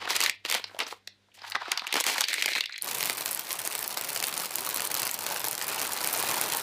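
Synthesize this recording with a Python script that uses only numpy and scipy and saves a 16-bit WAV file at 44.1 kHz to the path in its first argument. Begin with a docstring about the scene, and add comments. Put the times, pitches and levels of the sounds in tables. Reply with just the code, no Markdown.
"""An appliance hums while baking paper is pressed into a tart tin and crinkles: ringing snaps over dense creaks.
The first dried beans drum and roll on the bare sheet: more snaps over low and bright rustle.
Then a steady stream rattles onto the growing heap: millisecond bean-on-bean clicks over patter, pings
and the longer drumming of the tin. A small kitchen answers with decaying noise."""
import sys
import numpy as np
from scipy import signal
from scipy.fft import rfft, irfft, next_fast_len
from scipy.io import wavfile
from scipy.ndimage import uniform_filter1d, map_coordinates

SR = 44100
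rng = np.random.default_rng(int(sys.argv[2]) if len(sys.argv) > 2 else 0)


def bounce(signal):
    """Save signal as a 16-bit WAV file at the path given by the first command-line argument."""
    frames = np.transpose(np.atleast_2d(signal))
    limited = np.clip(frames, -1, 1)
    pcm = np.round(limited * 32767).astype(np.int16)
    wavfile.write(sys.argv[1], SR, pcm)


N = 291942


def amp(db):
    """Amplitude factor of a level in dB."""
    return 10 ** (np.asarray(db) / 20)


def unit(x):
    """x at an rms of one."""
    return x / np.sqrt(np.mean(x ** 2) + 1e-20)


def along(points, hz):
    """Interpolate (Hz, value) points on a log frequency axis."""
    f, v = np.transpose(points)
    return np.interp(np.log(hz + 1), np.log(f + 1), v)


def curves(rows):
    """One curve in dB per column after the time; -120 dB outside the rows."""
    s, *cols = np.transpose(rows)
    return [np.interp(np.arange(N) / SR, s, c, left=-120, right=-120) for c in cols]


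def filtered(x, response):
    """Multiply the spectrum of x by a response of frequency."""
    m = next_fast_len(N + SR // 2)
    return irfft(rfft(x, m) * response(np.fft.rfftfreq(m, 1 / SR)), m)[:N]


def resonate(x, modes, order=1):
    """Causal resonances of alternating sign, applied order times; white noise keeps its level."""
    def shape(f):
        total = 0
        for k, (centre, width, db) in enumerate(modes):
            damping = 1j * f * width
            total = total + (-1) ** k * amp(db) * damping / (centre * centre - f * f + damping)
        return total ** order

    return filtered(x, shape) / np.sqrt(np.mean(abs(shape(np.arange(SR // 2))) ** 2))


def bursts(s, db, rise, t60):
    """Noise puffs that peak at times s: envelope slopes of 60 dB per rise seconds up and per t60 down."""
    t = np.arange(-SR // 20, SR // 20) / SR
    shape = amp(np.where(t < 0, 60 * t / rise, -60 * t / t60))
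    blows = np.bincount(np.clip((s * SR).astype(int), 0, N - 1), amp(db), N)
    return signal.fftconvolve(blows, shape, "same") * np.sign(rng.standard_normal(N))


def rings(s, db, hz, cycles, swell=1.0):
    """Damped sines: each swells on a scale of swell cycles under a decay of 60 dB per given cycles."""
    t = np.arange(SR // 40) / SR
    turn = hz[:, None] * t
    decay = amp(db[:, None] - 60 * turn / np.reshape(cycles, (-1, 1)))
    wave = decay * (1 - np.exp(-turn / swell)) ** 2 * np.sin(2 * np.pi * turn)
    at = (s[:, None] * SR).astype(int) + np.arange(len(t))
    return np.bincount(at.ravel(), wave.ravel(), N + SR)[:N]


def swarm(count, spread_db, clump_db):
    """Random contact times in s and levels in dB; sizes have a long tail and come in clumps."""
    u = rng.random((count, 2))
    s = (np.arange(count) + 3 * u[:, 0]) / (count + 3) * N / SR  # a steady stream leaves no long gaps
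    knots = rng.standard_normal(400)
    clumps = clump_db * map_coordinates(knots, [s * SR / N * 399])
    return s, -spread_db * np.log(1 - u[:, 1]) + clumps


def levelled(x):
    """Even out the slow level so that a control curve sets it."""
    return x / np.sqrt(abs(uniform_filter1d(x ** 2, size=SR // 12)) + 1e-12)


# Hum tones. Each row: pitch in Hz, rms level in dB before fade and waver.
HUM_TONES = [(99, -62.5), (199, -71.5)]
# Hum fade. Each row: time in seconds, gain of the first tone in dB, gain of the second in dB.
HUM_FADE = [(0, 0.5, -6.5), (1.351, -9, -4.5), (1.45, -4, -22), (1.7, -8, -20), (1.78, -13.5, -31),
            (6.62, -27, -30)]
# Spectrum shapes of still room and rumble. Each row: frequency in Hz, relative level in dB per Hz.
AIR_SHAPE = [(150, -42), (250, -5), (557, -8), (1160, -13), (1950, -8.5), (2910, -12.5), (3520, -8.5),
             (16000, -34)]
RUMBLE_SHAPE = [(15, -27.5), (40, 20), (150, 1), (300, -21), (600, -72)]


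def background():
    """Two hum tones that waver together and fade, over shaped noise for room air and rumble."""
    t = np.arange(N) / SR
    waver_db = 3.1 * map_coordinates(rng.standard_normal(200), [t * 18])
    hum = 0
    for (hz, db), fade_db in zip(HUM_TONES, curves(HUM_FADE)):
        hum = hum + amp(db + fade_db + waver_db) * np.sqrt(2) * np.sin(2 * np.pi * hz * t)
    air = unit(filtered(rng.standard_normal(N), lambda hz: amp(along(AIR_SHAPE, hz))))
    rumble = unit(filtered(rng.standard_normal(N), lambda hz: amp(along(RUMBLE_SHAPE, hz))))
    return hum + amp(-67.5) * air + amp(-72.0) * rumble


# Decay of the room. Each row: frequency in Hz, t60 in seconds.
KITCHEN_T60 = [(300, 0.21), (1400, 0.15), (2000, 0.24), (3800, 0.25), (6500, 0.1), (15000, 0.0096)]


def kitchen(x):
    """Each frequency dies at its own speed; drawn afresh every 40 ms so that no single pitch rings on."""
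    out, step = np.zeros(N + SR), SR // 25
    for start in range(0, N, step):
        hz, t, z = signal.stft(rng.standard_normal(SR // 3), SR, nperseg=256)
        decay = amp(-60 * t / along(KITCHEN_T60, hz)[:, None])
        tail = signal.istft(z * decay, SR, nperseg=256)[1]
        answer = signal.fftconvolve(x[start:start + step], tail / np.linalg.norm(tail))
        out[start + step // 8:][:len(answer)] += answer  # the first walls are some milliseconds away
    return out[:N]


ATTACK_DB_PER_S, RELEASE_DB_PER_S = 1798, 414
# Hands press the sheet. Each row: start in seconds, length in seconds, rustle in dB,
# low part in dB over the rustle, treble part in dB over the rustle.
HAND_PRESSES = [(-.03, 0.14, -41, 1, -39), (0.092, 0.18, -30, -6, -6), (0.46, 0.12, -33.5, -6, -7.5),
                (.6, 0.087, -52.5, -5, -12), (0.7, 0.077, -67, 11, 2), (0.796, 0.027, -35.5, 2, -16),
                (0.878, 0.037, -43, -4, -3.5)]


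def presses():
    """Middle, low and treble rustle in dB: each press swells, holds and dies away."""
    t = np.arange(N) / SR
    start, length, db, low_db, top_db = np.transpose(HAND_PRESSES)[:, :, None]
    swell_db = ATTACK_DB_PER_S * np.maximum(start - t, 0)
    fall_db = RELEASE_DB_PER_S * np.maximum(t - start - length, 0)
    held = db - swell_db - fall_db
    return [np.max(held + part_db, axis=0) for part_db in (0, low_db, top_db)]


CRACK_DB = 13  # sharp edge over the peak
RING_S = 0.0037  # added to a panel's decay
FLUTTER_DB, FLUTTER_S = 1.5, .004  # strongest flutter over the snap, latest delay


def snap_rings(at, peak_db, sharp_db, hz):
    """A snapped panel of paper rings at its own pitch, cracks at the edge and flutters after it."""
    body_db = peak_db - sharp_db
    panel = rings(at - .0008, body_db + 3.5, hz, cycles=3 + RING_S * hz)
    crack = rings(at - .0004, peak_db + sharp_db + CRACK_DB, hz, cycles=5.8, swell=0.39)
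    odds = rng.random((len(at), 3, 4))  # four flutters per snap
    flutter_s = (at[:, None] + FLUTTER_S * odds[:, 0]).ravel()
    flutter_db = (body_db[:, None] + FLUTTER_DB - 8 * odds[:, 1]).ravel()
    flutter_hz = (hz[:, None] * np.exp(0.4 * (odds[:, 2] - .5))).ravel()
    return panel + crack + rings(flutter_s, flutter_db, flutter_hz, cycles=7.9 + RING_S * flutter_hz)


# Skitter on the taut sheet. Each row: time in seconds, level in dB.
SKITTER_LEVEL = [(2.2, -68), (2.29, -37.5), (2.6, -32.5), (2.66, -53), (2.75, -38), (2.8, -70), (2.84, -45)]
# Taut sheet modes. Each row: centre in Hz, width in Hz, level in dB, all per filter pass.
TAUT_MODES = [(2180, 830, 0.66), (4200, 350, -1.6)]


def skittering(s, db):
    """Beans skitter on the sheet they have drawn taut: short puffs through its modes."""
    level, = curves(SKITTER_LEVEL)
    puffs = bursts(s[::3], np.minimum(db[::3], 9), 0.0025, 0.011)
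    return amp(level) * levelled(resonate(puffs, TAUT_MODES, order=2))


TAP_DB, TAP_HZ = -8.5, 2580  # level over the rustle, middle pitch


def panel_taps(s, db, rustle_db):
    """Small taps ring the panels at scattered pitches."""
    luck = rng.standard_normal((2, len(s) // 8))
    hz = np.clip(TAP_HZ * np.exp(0.291 * luck[1]), 1200, 6000)
    taps = rings(s[::8], np.minimum(db[::8] + 4 * luck[0], 13), hz, cycles=16)
    return amp(rustle_db + TAP_DB) * levelled(taps)


LOUD_IS_SHARP, SHARP_FROM_DB = 0.3, -13  # per dB over this level a snap gains crack and loses ring
DULL_IS_NARROW = 0.17  # dB of middle noise lost per dB of missing treble
TIN_PRESSED_DB, TIN_PELTED_DB = -8, -10  # tin over the low rustle of presses, over the treble of beans
# Creases snapping and single beans landing. Each row: time in seconds, nominal peak in dB,
# low part in dB over the peak, treble part in dB over the peak, ring in Hz.
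SHEET_SNAPS = [(0.027, -44, 16, -26, 910), (0.0545, -25, 1.5, -27, 2530), (0.076, -19, -5, -26, 1380),
               (0.101, -26, -6, -1, 3250), (0.106, -19, -1, -1, 5350), (0.1545, -23, -12.5, -2, 4290),
               (0.1645, -21, -16, 7.5, 4770), (0.205, -16, -10, 2.5, 2290), (0.214, -17, -15, 0, 2890),
               (0.2254, -18, -14, -3, 3100), (0.238, -17, -30, 3, 4750), (0.262, -14, -30, -7, 2090),
               (0.266, -19, -19, -16, 2110), (0.297, -14, -29, -2.5, 2490), (0.451, -18.5, -7, -14, 2850),
               (0.4998, -20.5, -4, 4, 3700), (0.507, -28, -9, -6, 3070), (0.513, -17, -8, -1, 2170),
               (0.5246, -17.5, -6.5, 1, 3900), (0.543, -16, -11, -6, 3130),
               (0.549, -17.5, -4.5, -2.5, 3650), (0.5532, -21, -10, -13, 2020),
               (0.597, -31.5, 4, -26, 3480), (0.642, -19.5, -13, -23, 4730), (0.696, -46.5, 9.5, -26, 1830),
               (0.713, -53, 13, -30, 1050), (0.747, -30.5, -11, -33, 600), (0.766, -35, -2, -30, 736),
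               (0.7905, -20.5, -8, -3.5, 2900), (0.8029, -14, -10, -19, 3300), (0.811, -24, -10, -22, 2760),
               (0.833, -30, -2, -22, 5130), (0.867, -26.5, 2.5, -32, 5540), (0.9251, -31.5, 6.5, -11, 1370),
               (1.0752, -23.5, -16, -10.5, 4360), (1.286, -60, -3, -25, 830), (1.318, -55, -25, -19, 3000),
               (1.376, -50, -5, -25, 820), (1.419, -37, 0, -21, 4750), (1.4486, -28, -24, -28, 1680),
               (1.5, -38.5, -16, 9, 1290), (1.51, -34, -10, -1, 1410), (1.5207, -17.5, -30, -21, 3950),
               (1.5507, -17, -7, -34, 1230), (1.5549, -11.5, -18, -53, 1860),
               (1.5619, -21.5, -0.5, -35, 1030), (1.62, -41, 11, -27, 905), (1.656, -25, -16, -35, 1410),
               (1.682, -33, 8, -27, 1360), (1.718, -11.5, -12, -4, 2720), (1.752, -33, -22, -20, 1190),
               (1.7757, -15, -42, -15, 4790), (1.795, -20, -31, -19, 3940), (1.8199, -24.5, -7, -26, 1090),
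               (1.8691, -21.5, -16, -5, 2640), (1.8757, -32, 1, 1, 2730), (1.9268, -16.5, -10, -5, 2500),
               (1.9414, -15, -2.5, -0.5, 4060), (1.956, -18, 4, -3, 2000), (1.967, -20.5, 5, -3, 2600),
               (2.0018, -22.5, -4.5, 6, 5300), (2.0082, -23.5, -1, 10, 2890), (2.0405, -19, -24, 2.5, 2240),
               (2.057, -31, -22, -15, 1590), (2.0662, -17.5, -0.5, 1.5, 3150), (2.0865, -20, -23, -3, 2070),
               (2.098, -22, -0.5, -5, 2440), (2.17, -28, -3, -11, 2300), (2.182, -18.5, -4, -3, 2130),
               (2.2087, -14, -11, 2.5, 4170), (2.2166, -18, -20, -2, 4100), (2.24, -11.5, -23, -16, 4160),
               (2.285, -16, -37, -6, 3950), (2.312, -23, -29, -16, 2030), (2.331, -15.5, -14.5, -8, 2110),
               (2.341, -16.5, -21, -1, 2220), (2.382, -19.5, -11, -22, 2240), (2.413, -25, -20, -3, 2200),
               (2.424, -14.5, -19, -4.5, 2480), (2.427, -20, -16, -11, 4170), (2.4595, -16, -6, 1.5, 2230),
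               (2.481, -17, -13, -24, 1990), (2.4872, -23, -7, -3, 1680), (2.5, -32, -17, -20, 1900),
               (2.5341, -13, -40, -35.5, 3550), (2.5526, -15.5, -14, -10, 2200),
               (2.5584, -17.5, -15, -14, 2060), (2.562, -17, -11, -20, 1960),
               (2.5807, -20.5, -6, -22, 2110), (2.608, -11, -20, -13, 3900), (2.633, -41, -21, -30, 1690),
               (2.639, -23, -26, -13, 2530), (2.6588, -18, -43, -17, 4000), (2.695, -26.5, -26, -25, 1660),
               (2.7246, -28, -18, -22, 4240), (2.733, -41, -28, -19, 6450), (2.7602, -21, -55.5, -38, 3700),
               (2.7804, -29.5, -38, -1, 2200), (2.7857, -29, -35, -25, 4240), (2.814, -30, -34, -25, 3900)]
# First beans roll and skip. Each row: time in seconds, rustle in dB, low part in dB, treble in dB.
BEAN_ROLL = [(1.32, -90, -89, -94), (1.345, -54, -90, -54.5), (1.41, -51.5, -48.5, -71),
             (1.49, -43.5, -42.5, -48), (1.6, -46.5, -41.5, -71), (1.7, -37.5, -34, -55),
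             (1.8, -52, -43, -59), (1.91, -37.5, -44.5, -70), (1.95, -33, -35, -39.5),
             (2.1, -29, -38.5, -30), (2.23, -37, -36.5, -41.5), (2.28, -34.5, -76, -42),
             (2.59, -38.5, -71, -39), (2.64, -66, -70, -64), (2.84, -66, -79, -73)]
# Modes of rolling, of the sheet's three parts and of the empty tin.
# Each row: centre in Hz, width in Hz, level in dB, all per filter pass.
ROLLING_MODES = [(855, 390, 0.87), (1700, 770, -1.2)]
LOW_MODES = [(820, 790, 4.5), (1310, 2700, 1)]
MID_MODES = [(2080, 1160, -1.5), (3210, 1030, 2.5), (4340, 2050, -1)]
TOP_MODES = [(5680, 3640, 0.3), (9700, 4400, 3), (13950, 9800, -1.5)]
EMPTY_TIN_MODES = [(224, 335, -0.5), (532, 910, 5.5)]


def sheet():
    """Dense creaks under single snaps; each shakes the low, middle and treble of the paper and the tin."""
    s, db = swarm(count=6000, spread_db=7.0, clump_db=-7.0)
    at, peak_db, low_db, top_db, hz = np.transpose(SHEET_SNAPS)
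    sharp_db = LOUD_IS_SHARP * (peak_db - SHARP_FROM_DB)
    pressed, rolled = presses(), curves(BEAN_ROLL)
    mid, _, top = np.maximum(pressed, rolled)
    tin = np.maximum(pressed[1] + TIN_PRESSED_DB, rolled[2] + TIN_PELTED_DB)

    out = snap_rings(at, peak_db, sharp_db, hz) + skittering(s, db)
    rolling = resonate(bursts(s, db, .03, 0.036), ROLLING_MODES, order=2)
    out = out + amp(rolled[1]) * levelled(rolling)
    out = out + panel_taps(s, db, mid)
    # modes, creak level in dB, snap part in dB over its peak, snap t60 in s
    parts = [(LOW_MODES, pressed[1], low_db - 4.0, .014),
             (MID_MODES, mid, DULL_IS_NARROW * top_db + sharp_db, .009),
             (TOP_MODES, top, top_db + 0.5, .008),
             (EMPTY_TIN_MODES, tin, low_db - 10.0, .025)]
    for modes, level, part_db, t60 in parts:
        creak_db = np.minimum(db + rng.normal(0, 7.5, len(s)), 19)
        creaks = bursts(s, creak_db, 0.022, 0.77 * t60)
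        out = out + amp(level) * levelled(resonate(creaks, modes, order=2))
        out = out + resonate(bursts(at, peak_db + part_db, 0.0058, t60), modes, order=2)
    return out


# Modes of a bean, the heap and the tin under it. Each row: centre in Hz, width in Hz, level in dB.
BEAN_MODES = [(9050, 4700, -1.2), (16300, 5200, -1.2)]
HEAP_MODES = [(2490, 1180, 0.6), (4240, 890, 6.5), (5410, 3550, 0.65)]
TIN_MODES = [(137, 110, -9), (326, 236, -4.5), (927, 964, -2)]
CLICK_DB, PATTER_DB, PING_DB, FIZZ_DB = -1, -3.5, -11, -12  # layers over the stream
DRUM_DB, DRUM_GROWS_DB_PER_S = -7.5, 1.16  # the filling tin drums louder
BOWL_HZ, BOWL_DB, BOWL_GROWS_DB_PER_S = 921, -17, 1.5  # the loaded tin's hollow note
CLICK_RISE_S, CLICK_T60_S = .0011, .0042
# Stream on the heap. Each row: time in seconds, strength in dB.
STREAM = [(2.81, -61), (2.85, -31), (3.05, -34), (3.38, -35.5), (3.43, -40.5), (3.5, -35.5), (3.9, -36),
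          (4.05, -34), (4.25, -37), (4.44, -31.5), (4.48, -41), (4.55, -36), (5.03, -34.5), (5.16, -38),
          (5.3, -32), (5.56, -40), (5.7, -31.5), (5.96, -34), (6.3, -29.5), (6.62, -33.5)]


def stream():
    """One stream strength drives clicks, fizz, patter and pings, and the tin's growing drum and note."""
    s, db = swarm(count=1400, spread_db=1.5, clump_db=2.5)
    flow, = curves(STREAM)
    poured_s = np.arange(N) / SR - STREAM[0][0]
    chance = rng.standard_normal((len(s), 5))

    clicks = bursts(s, db + 3.8 * np.tanh(chance[:, 4]), CLICK_RISE_S, CLICK_T60_S)
    out = amp(flow + CLICK_DB) * levelled(resonate(clicks, BEAN_MODES))

    # countless faint clicks as the heap shifts
    faint_s, faint_db = swarm(count=12000, spread_db=4.0, clump_db=14.0)
    fizz = bursts(faint_s, faint_db, 0.00042, 0.0062)
    out += amp(flow + FIZZ_DB) * levelled(resonate(fizz, BEAN_MODES))

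    patter = bursts(s, db + 3.2 * chance[:, 2], 0.0019, 0.032)
    out += amp(flow + PATTER_DB) * levelled(resonate(patter, HEAP_MODES))

    ping_hz = np.clip(2600 * np.exp(0.491 * chance[:, 1]), 700, 8000)
    pings = rings(s, db + 4 * chance[:, 0], ping_hz, cycles=16.5)
    out += amp(flow + PING_DB) * levelled(pings)

    drum = bursts(s, db + 3 * chance[:, 3], 0.058, 0.16)
    drum_level = flow + DRUM_DB + DRUM_GROWS_DB_PER_S * poured_s
    out += amp(drum_level) * levelled(resonate(drum, TIN_MODES))

    bowl_hz = BOWL_HZ * np.exp(0.094 * chance[::2, 1])
    hollow = rings(s[::2], db[::2] + 5 * chance[::2, 3], bowl_hz, cycles=23)
    bowl_level = flow + BOWL_DB + BOWL_GROWS_DB_PER_S * poured_s
    return out + amp(bowl_level) * levelled(hollow)


THUD_DB = -16  # tin over the patter part
# Loudest bean-on-bean clicks. Each row: time in seconds, peak in dB, patter part in dB over the peak.
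LOUD_CLICKS = [(2.8226, -11.5, -28), (2.8446, -14, -13), (2.8882, -32, -12), (2.9483, -13, -5),
               (2.9547, -22, -12), (2.985, -14, -8), (3.0077, -18, 3), (3.0286, -12, -0.5),
               (3.0474, -16, -10), (3.057, -10.5, -8), (3.073, -19.5, 2.5), (3.09, -21, -20),
               (3.0985, -14, 0.5), (3.1296, -15, -23), (3.172, -16, -22), (3.2092, -13.5, -3),
               (3.2593, -11, -6.5), (3.312, -13, -15), (3.317, -15, -13), (3.33, -13, -14),
               (3.348, -11, -20), (3.3943, -10, -12.5), (3.5193, -15, -14), (3.5289, -10, -21),
               (3.592, -18, -11), (3.617, -16.5, -10), (3.651, -14.5, -17), (3.6752, -10, -7),
               (3.73, -20, -7), (3.7521, -11, -3), (3.78, -16, -16), (3.7914, -11, -25), (3.811, -19, -19),
               (3.8281, -13.5, -7), (3.8783, -10.5, -31), (3.9731, -15.5, 4), (4.012, -15, -8),
               (4.0893, -22, -13), (4.103, -13.5, -9.5), (4.131, -17, -16), (4.152, -13, -15),
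               (4.164, -19, -17), (4.1746, -17, -5), (4.202, -15, 0), (4.2266, -12.5, -1), (4.238, -16, -3),
               (4.253, -21, -19), (4.2696, -9.5, -24), (4.2832, -11, -6.5), (4.293, -26, -13),
               (4.327, -20, 2), (4.3778, -13, -7), (4.3998, -20, -2.5), (4.434, -22, -10),
               (4.4574, -14.5, -3.5), (4.509, -20.5, 0.5), (4.557, -6.5, -15), (4.569, -22, -9),
               (4.5842, -17.5, 0.5), (4.6074, -16, -13), (4.649, -13.5, -11), (4.665, -14.5, -2.5),
               (4.691, -13.5, -3), (4.7, -14, -8), (4.7444, -9, -11), (4.7614, -12.5, -5),
               (4.7726, -13, -4), (4.8058, -13.5, -1.5), (4.8202, -13, -3.5), (4.852, -11, -30),
               (4.8733, -11, -23), (4.9177, -14, -22), (4.943, -10.5, -5), (4.951, -10.5, -5.5),
               (4.973, -15.5, -2), (4.999, -14, -6), (5.019, -11, -4), (5.031, -15.5, 0), (5.054, -17, -16),
               (5.069, -12.5, -0.5), (5.076, -12.5, -11), (5.0975, -24, -11), (5.113, -11.5, -28),
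               (5.136, -19, -19), (5.1425, -12, -16), (5.19, -11.5, -8.5), (5.2653, -16, -0.5),
               (5.3289, -25, -5), (5.344, -15.5, -12), (5.396, -17, -21), (5.4434, -13.5, 0.5),
               (5.4516, -14.5, -7), (5.4697, -15, -21), (5.4844, -11.5, -12), (5.512, -11.5, -13),
               (5.5299, -14, -5), (5.5519, -13, -7), (5.5795, -13.5, -4.5), (5.624, -11.5, -13),
               (5.681, -14, -13), (5.6978, -16, -12), (5.802, -19, -2), (5.8163, -12, -3.5),
               (5.8298, -17, -2), (5.8512, -16, -8), (5.934, -8.5, -18), (5.955, -28, -16),
               (6.014, -18.5, 3.5), (6.04, -14.5, -5), (6.0451, -13, -3), (6.074, -9, -6.5),
               (6.0998, -19, -2), (6.128, -12, -18), (6.131, -11, -14), (6.139, -14, -9), (6.175, -16, -4),
               (6.187, -12, -12), (6.2006, -12, -9), (6.2269, -11, -6), (6.296, -19, -1), (6.3132, -14, -2),
               (6.321, -17, -1), (6.3436, -21, 3), (6.4133, -6, -9), (6.4394, -17, -7), (6.4869, -19, -8),
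               (6.5225, -12, -5), (6.549, -12.5, -6), (6.5615, -18, -16), (6.571, -10.5, -14)]


def loud_clicks():
    """Hard collisions click, patter in the heap and thud in the tin."""
    at, peak_db, patter_db = np.transpose(LOUD_CLICKS)
    click = resonate(bursts(at, peak_db, 0.00054, 0.004), BEAN_MODES)
    thud = resonate(bursts(at, peak_db + patter_db + THUD_DB, 0.018, 0.032), TIN_MODES)
    patter = resonate(bursts(at, peak_db + patter_db - 0.5, 0.0011, 0.0033), HEAP_MODES)
    return click + thud + patter


# Beans landing deep in the heap. Each row: time in seconds, nominal peak in dB, ring in Hz.
DEEP_KNOCKS = [(3.0381, -25.5, 4120), (3.098, -15.5, 1950), (3.2608, -28, 4360), (3.5072, -26.5, 3450),
               (4.162, -23, 3930), (4.241, -20, 3260), (4.673, -22.5, 1210), (4.797, -22, 1880),
               (4.966, -24, 3230), (4.996, -23, 2390), (5.033, -23, 2780), (5.0933, -25.5, 2750),
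               (5.3104, -22.5, 875), (5.3623, -21, 1530), (5.4732, -21, 870), (5.6147, -19.5, 1820),
               (5.769, -26, 830), (5.987, -28, 2950), (6.161, -24.5, 680), (6.2368, -23.5, 770),
               (6.3672, -25, 840), (6.4545, -27.5, 930), (6.5009, -25.5, 3930), (6.5472, -22, 920)]


def knocks():
    """A duller knock rings at its own pitch and shakes tin and heap; high knocks shake the heap more."""
    at, db, hz = np.transpose(DEEP_KNOCKS)
    ring = rings(at - .0008, db + 8.0, hz, cycles=15)
    tin = resonate(bursts(at, db - 10.0, 0.00088, 0.026), TIN_MODES)
    heap_db = db + 3.5 + 5 * np.log2(hz / hz.mean())
    return ring + tin + resonate(bursts(at, heap_db, 0.0058, 0.0038), HEAP_MODES)


def beans():
    """The stream with its loudest clicks and deep knocks standing out singly."""
    return stream() + loud_clicks() + knocks()


def scene():
    """Paper and heap, the kitchen's answer to both, and the background."""
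    paper, heap = sheet(), beans()
    answer = kitchen(amp(-15.5) * paper + amp(-13.0) * heap)
    return (paper + heap + answer + background())[None]


TOP_HZ = 16650
# Tone of the whole sound. Each row: frequency in Hz, gain in dB.
OVERALL_TONE = [(20, -28), (70, -10.5), (120, -1.5), (15200, -3.5), (15700, -26), (17000, -53)]


def record(dry):
    """Thin bass, treble that stops steeply above 15 kHz, and nothing from TOP_HZ up."""
    return filtered(dry[0], lambda hz: amp(along(OVERALL_TONE, hz)) * (hz < TOP_HZ))[None]


dry = scene()
out = record(dry)
bounce(out)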